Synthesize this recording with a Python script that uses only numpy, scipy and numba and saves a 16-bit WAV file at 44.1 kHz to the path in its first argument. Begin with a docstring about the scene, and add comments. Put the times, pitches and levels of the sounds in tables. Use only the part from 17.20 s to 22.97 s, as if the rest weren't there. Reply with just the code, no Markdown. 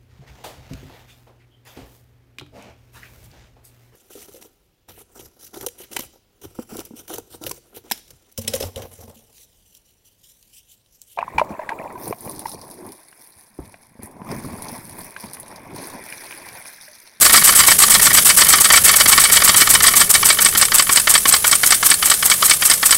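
"""In a corner of wood and cardboard a small oscillating-cylinder steam engine slows from nine to five turns a second.
Steam flow is shaped noise: each turn the exhaust port lets out a puff, and the port face leaks a hiss
whose whistle follows the piston through a moving resonance. The loose crank and pivot knock and tick:
flurries of contacts excite decaying modes. The close microphone overloads on the peaks;
a low rush and a thin steady whine lie behind."""
import sys
import numpy as np
from scipy import signal
from scipy.fft import rfft, irfft
from scipy.io import wavfile
from scipy.ndimage import uniform_filter1d
from numba import njit

SR = 44100
rng = np.random.default_rng(int(sys.argv[2]) if len(sys.argv) > 2 else 0)


def transcribe(signal):
    """Save signal, clipped to [-1, 1], as a 16-bit WAV file at the path in sys.argv[1]."""
    frames = np.atleast_2d(signal).T
    limited = np.clip(frames, -1, 1)
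    pcm = np.round(limited * 32767).astype(np.int16)
    wavfile.write(sys.argv[1], SR, pcm)


N = 254456
TIME = np.arange(N) / SR

# strength of the steam, relative levels: time_s, puff_db, leak_db
STEAM_STRENGTH = [(0, -19, -13), (.55, -17.5, -14), (.85, -23, -14), (1.15, -13.5, -14.8),
                  (1.9, -17, -16.3), (2.4, -21, -17), (2.8, -17, -18), (3.25, -21, -21.5), (4.2, -19, -22),
                  (4.8, -24, -22.3), (5.77, -21, -21)]


def exhaust(pace, level_db=14.0, sputter_db=5.0, lag_s=0.0015):
    """Blowdown: the opening port releases turbulent flow, a sputtering puff that comes later at speed."""
    # colour of the puff: frequency_hz, density_db (relative, per Hz)
    puff_spectrum = [(100, -8.5), (500, -26), (900, -5), (1300, -2.5), (2600, -8.5), (4500, -5),
                     (6800, 0.5), (8200, 6), (10000, 5), (12200, 3), (13500, -2), (15800, -4.5)]
    opens, _ = when_crank_reaches(0, 0)
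    s, puff_db, _ = np.transpose(STEAM_STRENGTH)
    puffs = np.c_[opens, np.interp(opens, s, puff_db)]
    flow = bursts(strikes(puffs, spread_db=1.4), rise_s=0.0092, hold_s=.010, fall_s=0.0029)
    flow = np.interp(TIME - pace * lag_s, TIME, flow)
    sputter = from_db(level_db + sputter_db * drift(per_s=510))
    return flow * sputter * noise(puff_spectrum)


def leak(turn, pace, level_db=2.0, flutter_db=2.06):
    """Jet noise of the port face; the air space swept by the piston filters a whistle of moving pitch."""
    # leak through one turn, relative levels: turn_share, fast_db, slow_db
    leak_cycle = [(.07, 2.5, 3), (.21, -1.5, -3.5), (.33, -1.5, 0), (.44, 0, .5), (.56, -6, -3.5),
                  (.74, -5.5, -4.5), (.87, -4, -3.5), (.92, -12, -1.5), (.96, -18, -.5), (.985, -1, 3.5)]
    # colour of the leak: frequency_hz, density_db (relative, per Hz)
    leak_spectrum = [(100, -18), (500, -12), (900, -11), (1250, -8), (2250, -8), (2700, -10), (3100, -6),
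                     (4000, -8.5), (6800, -3), (8400, 0.5), (10200, 1.2), (12500, 1), (15800, -8)]
    # resonance of the air space that the piston sweeps: turn_share, resonance_hz
    cavity = [(.03, 8300), (.2, 7800), (.4, 8100), (.5, 8550), (.6, 9400), (.68, 10000), (.78, 10250),
              (.86, 9750), (.94, 9200)]
    width_hz, whistle_db = 290, -4.5   # whistle level is relative to the plain hiss

    share, fast_db, slow_db = np.transpose(leak_cycle)
    fast_cycle_db = np.interp(turn, share, fast_db, period=1)
    slow_cycle_db = np.interp(turn, share, slow_db, period=1)
    cycle_db = pace * fast_cycle_db + (1 - pace) * slow_cycle_db
    s, _, leak_db = np.transpose(STEAM_STRENGTH)
    steam_db = np.interp(TIME, s, leak_db)
    flow = from_db(level_db + steam_db + cycle_db + flutter_db * drift(per_s=210))

    cavity_hz = np.interp(turn, *np.transpose(cavity), period=1)
    pole_radius = np.exp(-np.pi * width_hz / SR)
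    whistle = moving_resonance(rng.standard_normal(N), 2 * np.pi * cavity_hz / SR, pole_radius)
    return flow * (noise(leak_spectrum) + from_db(whistle_db) * rms_one(whistle))


def knocks(turn, pace, ring_db=-3.5, crack_db=4.5, rattle_db=-20.0, rattles_per_s=140, cushion_hz=2500):
    """Impact in the crank's play excites frame modes, duller near the turn's end; at speed it rattles."""
    # frame and base, relative levels: mode_hz, level_db, t60_s
    frame_modes = [(962, -14.5, 0.03), (1143, -6.7, 0.03), (1321, -8, 0.044), (1423, -4.5, 0.02),
                   (1718, -8, 0.012), (1885, -1, 0.028), (2160, -0.5, 0.0067), (2253, -4, 0.037),
                   (3018, -4.7, 0.024), (3337, -4.5, 0.017), (3855, -11, 0.028), (4570, -11, 0.038),
                   (4680, -9, 0.028), (5370, -32, 0.0091), (5860, -14, 0.017), (7650, 1, 0.0085),
                   (8610, -8, 0.01)]
    # colour of the crack: frequency_hz, density_db (relative, per Hz)
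    crack_spectrum = [(80, -5), (400, -7), (1000, 1), (2000, 8), (2700, -1.5), (5000, 9), (8500, -2.5),
                      (11000, -7), (15800, -17)]
    # now and then the crank stays seated through a return and the clatter lets up: time_s
    smooth_returns = [.565, 1.04, 1.155, 1.62, 2.875]
    smooth_s, smooth_db = .024, -20   # about half the length of such a lull, and its depth

    force, envelope = chatter(
        crank_blows(), first_db=-2.5, contacts_per_s=2500, rise_s=0.0012, hold_s=0.0032, fall_s=0.005)
    rattle = (rng.random(N) < pace * rattles_per_s / SR) * rng.standard_normal(N)
    frame = body(force + from_db(rattle_db) * rattle, frame_modes, spread_db=1.5)
    hard = from_db(ring_db) * frame + from_db(crack_db) * envelope * noise(crack_spectrum)

    # a softer contact loses its treble
    soft = signal.sosfilt(signal.butter(1, cushion_hz, fs=SR, output="sos"), hard)
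    softness = (.5 + .5 * np.cos(2 * np.pi * turn)) ** 2
    lull = sum(np.exp(-((TIME - s) / smooth_s) ** 4) for s in smooth_returns)
    return from_db(smooth_db * lull) * (hard + softness * (soft - hard))


def crank_blows():
    """Kinematics of play: all knocks of crank and rod, as rows of time_s, level_db."""
    # Each contact made on every turn, with relative levels, lists:
    # flung_turn_share, seated_turn_share, flung_db, seated_db, scatter_s, scatter_db
    # the steam takes up the play in the crank
    push_knock = (.125, .14, -15.5, -28, .003, 2.5)
    # the end of the power stroke
    stroke_knock = (.422, .32, -11.5, -12.3, .001, 1.0)
    # a light touch just before it
    lead_knock = (.31, .2, -22, -33, .002, 3)
    # the rod shakes while it is unloaded
    coast_knock = (.75, .7, -22, -50, .004, 3.5)
    # the end of the return stroke
    return_knock = (.836, .877, -14, -13.3, .0005, 1.0)
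    # odd knocks that stand out of the run, relative levels: time_s, level_db
    hard_knocks = [(.141, -4), (.482, -9), (1.335, -11), (1.501, -10.5), (1.533, -6), (1.977, -3),
                   (2.638, -6)]
    # the rod's early shaking gives way to one clean return knock, level changes:
    # time_s, return_knock_db, coast_knock_db
    settling = [(1.3, -8, 2), (1.7, 0, -8)]

    s, return_db, coast_db = np.transpose(settling)
    returns, coasts = every_turn(return_knock), every_turn(coast_knock)
    returns[:, 1] += np.interp(returns[:, 0], s, return_db)
    coasts[:, 1] += np.interp(coasts[:, 0], s, coast_db)
    stroke = [every_turn(contact) for contact in (push_knock, lead_knock, stroke_knock)]
    return np.vstack([*stroke, coasts, returns, hard_knocks])


def ticks(ring_db=0.0, snap_db=3.0):
    """Impact of steel on steel: the cylinder rocks against its pivot and excites short, bright modes."""
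    # the cylinder rocks over, relative levels:
    # flung_turn_share, seated_turn_share, flung_db, seated_db, scatter_s, scatter_db
    pivot_tick = (.357, .254, -8, -8.5, .0004, 1.5)
    # odd ticks that stand out, relative levels: time_s, level_db
    hard_ticks = [(1.09, -5), (1.978, -4), (2.039, 1), (2.667, -7)]
    # cylinder and pivot, relative levels: mode_hz, level_db, t60_s
    steel_modes = [(1820, -17, 0.02), (4320, -15, 0.028), (5210, -9.5, 0.0098), (7860, -3, 0.015),
                   (8360, -1, 0.0076), (8640, 3.5, 0.0082), (9140, -2.5, 0.011)]
    # colour of the snap: frequency_hz, density_db (relative, per Hz)
    snap_spectrum = [(200, -23), (1500, -1), (2700, -5), (5000, -2), (6500, -7.5), (8500, 3), (11000, -9),
                     (15800, -10)]
    # the cylinder drops back after rocking over, more strongly at low speed
    rebound_s, rebound_seated_db, rebound_flung_db = .039, -17, -35

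    s, flung = when_crank_reaches(*pivot_tick[:2])
    rebound_db = rebound_seated_db + flung * (rebound_flung_db - rebound_seated_db)
    blows = np.vstack([every_turn(pivot_tick), np.c_[s + rebound_s, rebound_db], hard_ticks])
    force, envelope = chatter(
        blows, first_db=5.0, contacts_per_s=2500, rise_s=0.00048, hold_s=0.0013, fall_s=0.0052)
    steel = body(force, steel_modes, spread_db=2.2)
    return from_db(ring_db) * steel + from_db(snap_db) * envelope * noise(snap_spectrum)


def crank():
    """Rotation: share of the turn since the exhaust opened, and pace from 0 (slow) to 1 (fast)."""
    slow_turns_per_s, fast_turns_per_s = 5.2, 6.8
    turns, turns_per_s = turns_done()
    pace = np.clip((turns_per_s - slow_turns_per_s) / (fast_turns_per_s - slow_turns_per_s), 0, 1)
    return turns % 1, pace


def turns_done():
    """Speed integrates to angle: turns since the exhaust first opened, and speed in turns per second."""
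    # flywheel speed: time_s, speed_turns_per_s
    flywheel_speed = [(0, 8.794), (0.3, 8.795), (0.7, 8.569), (1.5, 8.459), (2.2, 8.304), (2.45, 7.586),
                      (2.75, 7.566), (3.0, 6.436), (3.3, 6.073), (3.7, 5.667), (4.1, 5.34), (4.5, 5.163),
                      (4.9, 4.994), (5.3, 5.069), (5.77, 4.62)]
    first_opening = .102   # share of a turn before the exhaust first opens
    turns_per_s = np.interp(TIME, *np.transpose(flywheel_speed))
    return np.cumsum(turns_per_s) / SR - first_opening, turns_per_s


def when_crank_reaches(flung_share, seated_share):
    """Inertia shifts contacts: times of a crank angle, and how far loose parts are flung in play (0-1)."""
    seated_turns_per_s, flung_turns_per_s = 6.3, 7.7
    turns, turns_per_s = turns_done()
    whole = np.arange(np.ceil(turns[-1]))
    speed = np.interp(whole + np.round(seated_share), turns, turns_per_s)
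    flung = np.interp(speed, [seated_turns_per_s, flung_turns_per_s], [0, 1])
    at = whole + seated_share + flung * (flung_share - seated_share)
    reached = at < turns[-1]
    return np.interp(at[reached], turns, TIME), flung[reached]


def every_turn(contact):
    """Periodic impact with scatter: rows of time_s, level_db for a contact that comes once a turn."""
    flung_share, seated_share, flung_db, seated_db, scatter_s, scatter_db = contact
    s, flung = when_crank_reaches(flung_share, seated_share)
    time_chance, level_chance = rng.standard_normal((len(s), 2)).T
    level_db = seated_db + flung * (flung_db - seated_db) + scatter_db * level_chance
    return np.c_[s + scatter_s * time_chance, level_db]


def chatter(rows, first_db, contacts_per_s, rise_s, hold_s, fall_s):
    """Repeated impact: each blow is a first contact and a short random flurry of further ones."""
    first = strikes(rows, spread_db=0.57)
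    envelope = bursts(first, rise_s, hold_s, fall_s)
    contacts = (rng.random(N) < contacts_per_s / SR) * rng.choice([-1, 1], N)
    return from_db(first_db) * first + envelope * contacts, envelope


def body(force, modes, spread_db):
    """Modal superposition: each mode's share of the force wanders as the parts move."""
    total = np.zeros(N)
    for k, (hz, db, t60) in enumerate(modes):
        share = from_db(db + spread_db * drift(per_s=40))
        total += (-1) ** k * ring(force * share, hz, t60)   # alternating polarity
    return total


def ring(force, hz, t60):
    """Damped oscillator: a unit click starts a decaying sine of initial height about 1."""
    r, w = from_db(-60 / (t60 * SR)), 2 * np.pi * hz / SR
    return signal.lfilter([0, np.sin(w)], [1, -2 * r * np.cos(w), r * r], force + 1e-18)


@njit
def moving_resonance(x, angle, r):
    """Time-varying resonance: a two-pole filter whose centre changes from sample to sample."""
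    y = np.zeros(len(x))
    for i in range(2, len(x)):
        y[i] = x[i] - x[i - 2] + 2 * r * np.cos(angle[i]) * y[i - 1] - r * r * y[i - 2]
    return y


def strikes(rows, spread_db):
    """Impulse train: one click per row of time_s, level_db, a little stronger or weaker by chance."""
    s, db = np.transpose(rows)[:2]
    clicks = np.zeros(N)
    at = np.clip((s * SR).astype(int), 0, N - 1)
    clicks[at] = from_db(db + spread_db * rng.standard_normal(len(s)))
    return clicks


def bursts(clicks, rise_s, hold_s, fall_s):
    """Convolution: every click becomes an envelope that swells, holds and dies away."""
    t = TIME[:SR // 10]
    shape = np.minimum(t / rise_s, 1) * np.exp(-np.maximum(t - rise_s - hold_s, 0) / fall_s)
    return signal.oaconvolve(clicks, shape)[:N]


def noise(spectrum):
    """Spectral shaping: white noise weighted to the given colour, rms 1."""
    hz, db = np.transpose(spectrum)
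    bins = np.maximum(np.fft.rfftfreq(N, 1 / SR), 1)
    weight = from_db(np.interp(np.log(bins), np.log(hz), db))
    return rms_one(irfft(rfft(rng.standard_normal(N)) * weight, N))


def drift(per_s):
    """Random modulation: chance values joined by straight lines, rms 1."""
    knots = rng.standard_normal(int(N / SR * per_s) + 3)
    return rms_one(np.interp(TIME * per_s, np.arange(len(knots)), knots))


def from_db(db):
    """Level to amplitude: 20 dB is a factor of ten."""
    return 10 ** (np.asarray(db) / 20)


def rms_one(x):
    """Normalisation by mean power."""
    return x / np.sqrt(np.mean(x ** 2) + 1e-20)


def corner(x, tail_db=-15.0, t60=0.086):
    """Reflection: close surfaces answer within milliseconds; the room adds a faint, decaying tail."""
    # reflections from table and walls: delay_s, gain (amplitude ratio)
    reflections = [(.0021, -0.2), (.0034, 0.19), (.0058, 0.0021)]
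    t = TIME[:SR // 3]
    tail = rng.standard_normal(len(t)) * from_db(-60 * t / t60) * (t > .006)
    response = from_db(tail_db) * tail / np.sqrt(np.sum(tail ** 2))
    response[0] = 1
    for delay, gain in reflections:
        response[int(delay * SR)] += gain
    return signal.oaconvolve(x, response)[:N]


def low_rush(pace, slow_db=-41.0, fast_db=-34.0):
    """Broadband low-frequency noise whose level grows with the engine's pace."""
    # colour of the rush: frequency_hz, density_db (relative, per Hz)
    rush_spectrum = [(25, -1), (50, -2.5), (82, 2.5), (115, -1), (155, 1), (215, 1.5), (300, -19),
                     (400, -2.5), (700, -12), (2000, -51)]
    return from_db(slow_db + pace * (fast_db - slow_db)) * noise(rush_spectrum)


def thin_whine(hz=14455, rms_db=-39):
    """Pure tone: a steady sine, whose peak is the root of two times its rms."""
    return from_db(rms_db) * np.sqrt(2) * np.sin(2 * np.pi * hz * TIME)


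def limiter(x, threshold_db=5.5, release_db_per_s=450):
    """Gain reduction: peaks over the threshold pull the gain down; it recovers at a constant dB rate."""
    over_db = np.maximum(20 * np.log10(np.abs(x) + 1e-9) - threshold_db, 0)
    release_db = release_db_per_s * TIME
    held_db = np.maximum.accumulate(over_db + release_db, axis=-1) - release_db
    return x * from_db(-uniform_filter1d(held_db, size=24, axis=-1))


def scene():
    """Superposition: the engine with its reflections, over the low rush and the thin whine."""
    turn, pace = crank()
    engine = exhaust(pace) + leak(turn, pace) + knocks(turn, pace) + ticks()
    return (corner(engine) + low_rush(pace) + thin_whine())[None]


def record(dry, gain_db=1.0, ceiling=.78, cutoff_hz=15800):
    """Overload: a fast limiter holds the peaks, saturation rounds the rest, and the top is cut."""
    held = limiter(from_db(gain_db) * dry)
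    rounded = held / (1 + (held / ceiling) ** 6) ** (1 / 6)
    return signal.sosfilt(signal.ellip(12, .1, 80, cutoff_hz, fs=SR, output="sos"), rounded)


dry = scene()
out = record(dry)
transcribe(out)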